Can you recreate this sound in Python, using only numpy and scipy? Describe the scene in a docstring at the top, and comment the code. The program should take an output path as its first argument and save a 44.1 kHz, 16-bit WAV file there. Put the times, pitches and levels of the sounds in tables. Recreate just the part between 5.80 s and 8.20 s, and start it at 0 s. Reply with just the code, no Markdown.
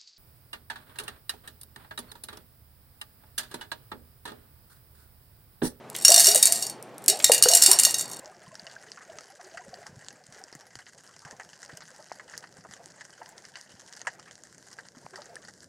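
"""Dry ticks and a rising rattle come first, over the faint hush and mains hum of a small room: glass pebbles
slide out of a glass bowl, in two pours, into a jar of water on a table. Each impact cracks and excites
the normal modes of the glass, which ring as a clink. The pebbles slap the water and pull bubbles under;
these oscillate as gliding plops and drive the resonances of the air in the jar.
The room adds a short reverberation, and a close microphone rounds the loudest clinks."""
import sys
import numpy as np
from scipy import signal
from scipy.fft import rfft, irfft
from scipy.io import wavfile

SR = 44100
rng = np.random.default_rng(int(sys.argv[2]) if len(sys.argv) > 2 else 0)


def transcribe(signal):
    """Save signal, clipped to [-1, 1], as a 16-bit WAV file at the path in sys.argv[1]."""
    frames = np.atleast_2d(signal).T
    limited = np.clip(frames, -1, 1)
    pcm = np.round(limited * 32767).astype(np.int16)
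    wavfile.write(sys.argv[1], SR, pcm)


N = 105840

# air noise of the room, common to both sides and opposed between them (frequency [Hz], level [dB])
HUSH_SPECTRUM = [(18, -56.5), (85, -24), (125, -5), (415, -3.5), (684, -5), (1320, -15), (2120, -19),
                 (16000, -45)]
SIDE_HUSH_SPECTRUM = [(150, -2), (16000, -32)]
# pebbles shifting in the bowl (time [s], level [dB])
SHIFT_TICKS = [(.1, -31), (.1635, -19.5), (.2224, -31.5), (1.026, -34), (1.1812, -32.5), (1.2406, -29),
               (1.2614, -25)]
# the short crack of contact (frequency [Hz], level [dB])
CRACK_SPECTRUM = [(100, -46), (600, -39), (1500, -13.5), (3200, -12), (4500, -6.5), (7000, -2), (9000, 5),
                  (10500, -1), (13000, -2.5), (16000, -16.5)]
# envelope of the rattle of sliding pebbles (time [s], level [dB])
SLIDE_LEVEL = [(0, -78), (.16, -21.5), (.24, -14.5), (.31, -4), (.42, -1.5), (.51, 2), (.55, -9.5),
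               (.61, -8), (.84, -12), (.97, -57), (1.22, -38.5), (1.41, -15), (1.52, -8.5), (1.61, -18.5),
               (1.74, 0), (1.81, -6), (1.90, 0.5), (1.97, -15.5), (2.06, -5.5), (2.16, -16.5), (2.2, -13.5),
               (2.3, -20)]
# normal modes of the glass (frequency [Hz], level [dB], t60 [s])
GLASS_MODES = [(1677, -20, 0.05), (1906, -20, 0.097), (2838, -9.5, 0.063), (3747, -6, 0.054),
               (4320, -2, 0.045), (4560, -10.5, 0.18), (4720, -13.5, 0.14), (5570, 1, .062),
               (6695, -1, .055), (7540, 3, .05), (5860, -13, 0.026), (6210, -2.5, 0.028),
               (7280, -6.5, 0.027), (7624, 10, 0.0094), (8480, 0.5, 0.022), (8750, 8, 0.021),
               (8800, -3, 0.05), (9260, 1.5, 0.035), (10760, -8.5, 0.0079), (11700, -10, 0.023)]
# dull bumps of the bowl on the rim of the jar (time [s], level [dB])
RIM_BUMPS = [(.1497, -27), (1.4009, -26)]
# spectrum of a bump (frequency [Hz], level [dB])
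BUMP_SPECTRUM = [(1000, -10), (3000, 2.5), (16000, -20.5)]
# knocks of pebbles on glass (time [s], level [dB], extra ring of the low modes [dB])
KNOCKS = [(0.2492, -4.5, 4), (0.2809, -7.5, 6.5), (0.3027, -10.5, 0.5), (0.3189, -8, 3), (0.342, -6.5, 1.5),
          (0.361, -9, -1), (0.3783, -13, 7), (0.3882, -16, -3.5), (0.3965, -8.5, 2), (0.4031, -7.5, -7),
          (0.4164, -17.5, 0), (0.4441, -12, 4), (0.4574, -14, 3), (0.4691, -6.5, 5.5), (0.4863, -13.5, 2),
          (0.514, -18, 10), (0.547, -10, -7), (0.558, -9.5, -6), (0.576, -15.5, -3), (0.627, -3.5, -1.5),
          (0.655, -7.5, -6), (0.6706, -14, 0.5), (0.7225, -10, -9), (0.7578, -22.5, 2), (0.768, -44, -20),
          (0.8243, -20.5, 1), (0.8665, -25.5, 1), (0.8976, -28.5, -2.5), (1.281, -5, -10),
          (1.2844, -21, 10.5), (1.2986, -14.5, 7), (1.4432, -5, 4), (1.5182, -4.5, 0.5),
          (1.5348, -12.5, -5), (1.546, -14.5, -1), (1.5795, -19, 1), (1.6245, -4, -2), (1.6362, -11.5, 5.5),
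          (1.6859, -8, 3), (1.7144, -16.5, 4.5), (1.7355, -12.5, 4), (1.7501, -3.5, -7.5), (1.77, -13, 4),
          (1.818, -20, 0), (1.822, -5.5, 0), (1.8356, -8.5, 6), (1.8616, -6, -1), (1.9142, -3.5, -6),
          (1.931, -16.5, 3), (1.9883, -10.5, -2), (1.997, -8.5, -7), (2.034, -10, -7), (2.05, -8, -0.5),
          (2.1087, -21, -3), (2.1426, -18.5, 3.5), (2.1843, -22, -12), (2.1933, -24, 3),
          (2.2098, -22.5, -5), (2.333, -38.5, 7.5)]
# bubbles pulled under by the pebbles (time [s], pitch [Hz], level [dB], t60 [s], rise [octaves/s])
LARGE_BUBBLES = [(.2925, 594, -17, 0.069, 4), (.304, 603.6, -23, 0.23, 6), (.312, 703, -9.5, 0.033, 11),
                 (.374, 668, -17.5, 0.073, 10), (.474, 639, -29.5, 0.48, 3.2),
                 (0.479, 392.4, -26.5, 0.16, 2.5), (.552, 588, -17, 0.046, 16),
                 (.562, 477, -24, 0.084, 5.5), (.68, 658.4, -37, 0.83, 1.34), (1.283, 362, -33, 0.41, 5.5),
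                 (1.284, 658, -35.5, 0.63, -1), (1.326, 730, -30, 0.2, 4.1), (1.497, 567, -7, 0.053, -22.5),
                 (1.506, 792, -14.5, 0.02, 66), (1.658, 1410, -9, 0.01, 3), (1.659, 472, -14.5, 0.12, 3.5),
                 (1.701, 623, -24.5, 0.16, 9), (1.729, 694, -18.5, 0.086, 2.5),
                 (1.884, 356.5, -26, 0.14, 6.5), (1.892, 713, -25, 0.13, 11), (1.912, 955, -25, 0.095, 7.5),
                 (2.068, 980, -13.5, 0.0064, 27)]
# a pebble's slap on the water (frequency [Hz], level [dB])
SLAP_SPECTRUM = [(220, -24), (600, 13), (6000, -29)]
# envelope of the splashing (time [s], level [dB])
SPLASH_LEVEL = [(.27, -2), (.33, 10.5), (.6, 2), (1.1, -9.5), (1.3, -1.5), (1.68, 6), (1.84, 7),
                (1.915, 20.5), (1.98, 7.5), (2.4, -1)]
# resonances of the air in the jar (frequency [Hz], gain [dB])
JAR_MODES = [(440, 3.5), (690, 2.5)]
# reverberation time of the room (frequency [Hz], t60 [s])
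ROOM_DECAY = [(800, 0.35), (5500, 0.16), (14000, 0.057)]


def undb(db):
    """Decibels to amplitude ratio."""
    return 10 ** (np.asarray(db) / 20)


def fade(t, t60):
    """Exponential damping: the amplitude falls 60 dB in t60 seconds."""
    return np.exp(-np.log(1000) * t / t60)


def curve(table, t):
    """Linear interpolation between the rows of a table."""
    return np.interp(t, *np.array(table).T)


def add(out, start, x):
    """Superposition: x joins the mix at a start time in seconds."""
    i = int(np.clip(start * SR, 0, N - 1))
    out[i:i + len(x)] += x[:N - i]


def colour(x, spectrum, size=4096):
    """A minimum-phase filter of unit power imposes a spectrum causally."""
    hz, db = np.array(spectrum, float).T
    bin_hz = np.arange(size // 2 + 1) * SR / size
    gain = undb(np.interp(np.log(bin_hz + 1), np.log(hz), db))
    cepstrum = irfft(np.log(gain))
    cepstrum[1:size // 2] *= 2
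    cepstrum[size // 2 + 1:] = 0
    response = irfft(np.exp(rfft(cepstrum)))
    return signal.fftconvolve(x, response / np.linalg.norm(response))[:N]


def mode(x, hz, t60):
    """A damped harmonic oscillator, driven by x; a unit impulse gives unit amplitude."""
    pole = np.exp(2j * np.pi * hz / SR) * fade(1 / SR, t60)
    return signal.lfilter([1], [1, -pole], x).imag


def hush(spectrum, rms_db):
    """Stationary broadband noise from the air of the room."""
    return undb(rms_db) * colour(rng.standard_normal(N), spectrum)


def mains_hum(hz=120.2, rms_db=-64):
    """A pure tone at twice the mains frequency."""
    return undb(rms_db) * np.sqrt(2) * np.sin(2 * np.pi * hz * np.arange(N) / SR)


def taps(events, spectrum, t60):
    """Heavily damped impacts give bursts of noise with no ring."""
    envelope, t = np.zeros(N), np.arange(SR // 10) / SR
    for start, db in events:
        add(envelope, start, undb(db) * fade(t, t60))
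    return colour(envelope * rng.standard_normal(N), spectrum)


def rattle(touches_per_s=420, spread_db=2.5, crowded_db=-7, ring_db=-37, crack_db=-22):
    """Random impulses from sliding pebbles excite the glass modes, thinning out as the heap settles."""
    count = int(touches_per_s * N / SR)
    jitter, size, chance = rng.random((count, 3)).T
    at = ((np.arange(count) + jitter) * N / count).astype(int)
    level = curve(SLIDE_LEVEL, at / SR)
    moving_share = np.clip(undb(level - crowded_db), .15, 1)
    strength = undb(level + spread_db * (2 * size - 1)) / np.sqrt(moving_share)
    touches = np.zeros(N)
    touches[at] = (chance < moving_share) * strength
    ring = sum(undb(db) * mode(touches * rng.uniform(-2, 2, N), hz, t60) for hz, db, t60 in GLASS_MODES)
    contact = signal.lfilter([1], [1, -fade(1 / SR, t60=0.0085)], touches)
    crack = colour(contact * rng.standard_normal(N), CRACK_SPECTRUM)
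    return undb(ring_db) * ring + undb(crack_db) * crack


def clinks(contact_s=0.00024, ring_db=-10, scatter_db=6.5, detune=.014, low_hz=5760, high_hz=8530):
    """Modal excitation: each knock cracks, chatters and shares its energy unevenly among the modes."""
    t = np.arange(SR // 5) / SR
    hz, db, t60 = np.array(GLASS_MODES, float).T
    ring, contact = np.zeros(N), np.zeros(N)
    onset = 1 - np.exp(-t / contact_s)
    decays = onset * fade(t, t60[:, None])
    crack = undb(-.5) * fade(t, t60=0.0049)
    chatter = undb(-10.5) * fade(t, t60=0.081)
    grit = rng.standard_normal(N)
    for start, level, low_db in KNOCKS:
        size, sign, mistuning = rng.standard_normal((3, len(hz)))
        usual = undb(level + db + np.interp(hz, [low_hz, high_hz], [low_db, 0]))
        gain = np.sign(sign) * usual * undb(scatter_db * np.clip(size, -1, 1))
        gain *= np.linalg.norm(usual) / np.linalg.norm(gain)  # scatter keeps the summed power
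        phase = np.outer(2 * np.pi * hz * (1 + detune * mistuning), t)
        add(ring, start, gain @ (decays * np.sin(phase)))
        add(contact, start, undb(level) * onset * (crack + chatter))
    return undb(ring_db) * ring + colour(contact * grit, CRACK_SPECTRUM)


def pebble_tones(count=5, low_hz=4174, high_hz=10320, gain_db=-9):
    """Free vibration of the colliding pebbles adds short high tones, new at every knock."""
    out, t = np.zeros(N), np.arange(SR // 10) / SR
    polarity = (-1) ** np.arange(count)
    for start, level, _ in KNOCKS:
        hz = np.sort(rng.uniform(low_hz, high_hz, count))
        tones = polarity @ np.sin(2 * np.pi * np.outer(hz, t))
        add(out, start, undb(level + gain_db) * tones * fade(t, t60=0.021))
    return out


def bubble(hz, t60, octaves_per_s, waver_depth=.05, waver_hz=42, swell_s=0.0016):
    """A bubble is a damped oscillator whose pitch glides and wavers as it moves under the surface."""
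    t = np.arange(int(t60 * SR)) / SR
    waver = 1 + waver_depth * np.sin(2 * np.pi * (waver_hz * t + rng.random()))
    pitch = hz * 2 ** (octaves_per_s * t) * waver
    envelope = fade(t, t60) * (1 - np.exp(-t / swell_s))
    return np.sin(2 * np.pi * np.cumsum(pitch) / SR) * envelope


def plops(slap_db=-9.5):
    """Air entrainment: a pebble slaps the surface and pulls a large bubble under."""
    tones, slaps, t = np.zeros(N), np.zeros(N), np.arange(SR // 10) / SR
    for start, hz, db, t60, rise in LARGE_BUBBLES:
        add(tones, start, undb(db) * bubble(hz, t60, rise))
        add(slaps, start, undb(db + slap_db) * fade(t, t60=0.0094))
    return tones + colour(slaps * rng.standard_normal(N), SLAP_SPECTRUM)


def spray(bubbles_per_s=630, low_hz=565, high_hz=2330, decay_cycles=28.2):
    """Splashing makes small bubbles of equal quality factor, so the higher ones die sooner."""
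    out = np.zeros(N)
    for when, pitch, size in rng.random((int(bubbles_per_s * N / SR), 3)):
        start = when * N / SR
        hz = low_hz * (high_hz / low_hz) ** pitch
        db = curve(SPLASH_LEVEL, start) - 53 + 10 * size
        add(out, start, undb(db) * bubble(hz, decay_cycles / hz, octaves_per_s=28))
    return out


def jar_air(water, t60=.38):
    """Cavity resonance: the sound of the water drives the air in the jar."""
    unity_gain = 2 * (1 - fade(1 / SR, t60))  # cancels the oscillator's gain at resonance
    return sum(undb(db) * unity_gain * mode(water, hz, t60) for hz, db in JAR_MODES)


def reverberation(x, onset_s=0.013):
    """The diffuse field of a small room builds up and decays; the treble is absorbed first."""
    t = np.arange(SR) / SR
    noise = rfft(rng.standard_normal(SR))
    hz, t60s = np.array(ROOM_DECAY).T
    bands = [np.interp(np.arange(len(noise)), hz, weights) for weights in np.eye(len(hz))]
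    response = sum(irfft(noise * band) * fade(t, t60) for band, t60 in zip(bands, t60s))
    response *= 1 - np.exp(-t / onset_s)
    return signal.fftconvolve(x, response / np.linalg.norm(response))[:N]


def scene(bass_cut_hz=400, room_db=-10, water_reverb_db=-6, reflection_s=0.0018, reflection_db=-18.5):
    """Glass, water and room superpose near the centre; a near reflection reaches the sides unequally."""
    ticks = taps(SHIFT_TICKS, CRACK_SPECTRUM, t60=0.01)
    bumps = taps(RIM_BUMPS, BUMP_SPECTRUM, t60=0.032)
    glass = ticks + rattle() + bumps + clinks() + pebble_tones()
    radiation = signal.butter(1, bass_cut_hz, "high", fs=SR, output="sos")
    glass = signal.sosfilt(radiation, glass)  # small glass radiates little bass
    water = plops() + spray()
    water += jar_air(water)
    # the plops and splashes get less reverberation than the clinks
    echoes = undb(room_db) * reverberation(glass + undb(water_reverb_db) * water)
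    mid = glass + water + echoes + hush(HUSH_SPECTRUM, rms_db=-48) + mains_hum()
    side = hush(SIDE_HUSH_SPECTRUM, rms_db=-63.5)
    add(side, reflection_s, undb(reflection_db) * np.gradient(glass))
    return np.array([mid + side, mid - side])


def record(dry, drive_db=1, knee=3.3, top_hz=16000):
    """Soft saturation in the microphone rounds the loudest peaks; a low-pass filter cuts the top."""
    driven = dry * undb(drive_db)
    rounded = driven / (1 + np.abs(driven) ** knee) ** (1 / knee)
    return signal.sosfilt(signal.ellip(10, .2, 70, top_hz, fs=SR, output="sos"), rounded)


dry = scene()
out = record(dry)
transcribe(out)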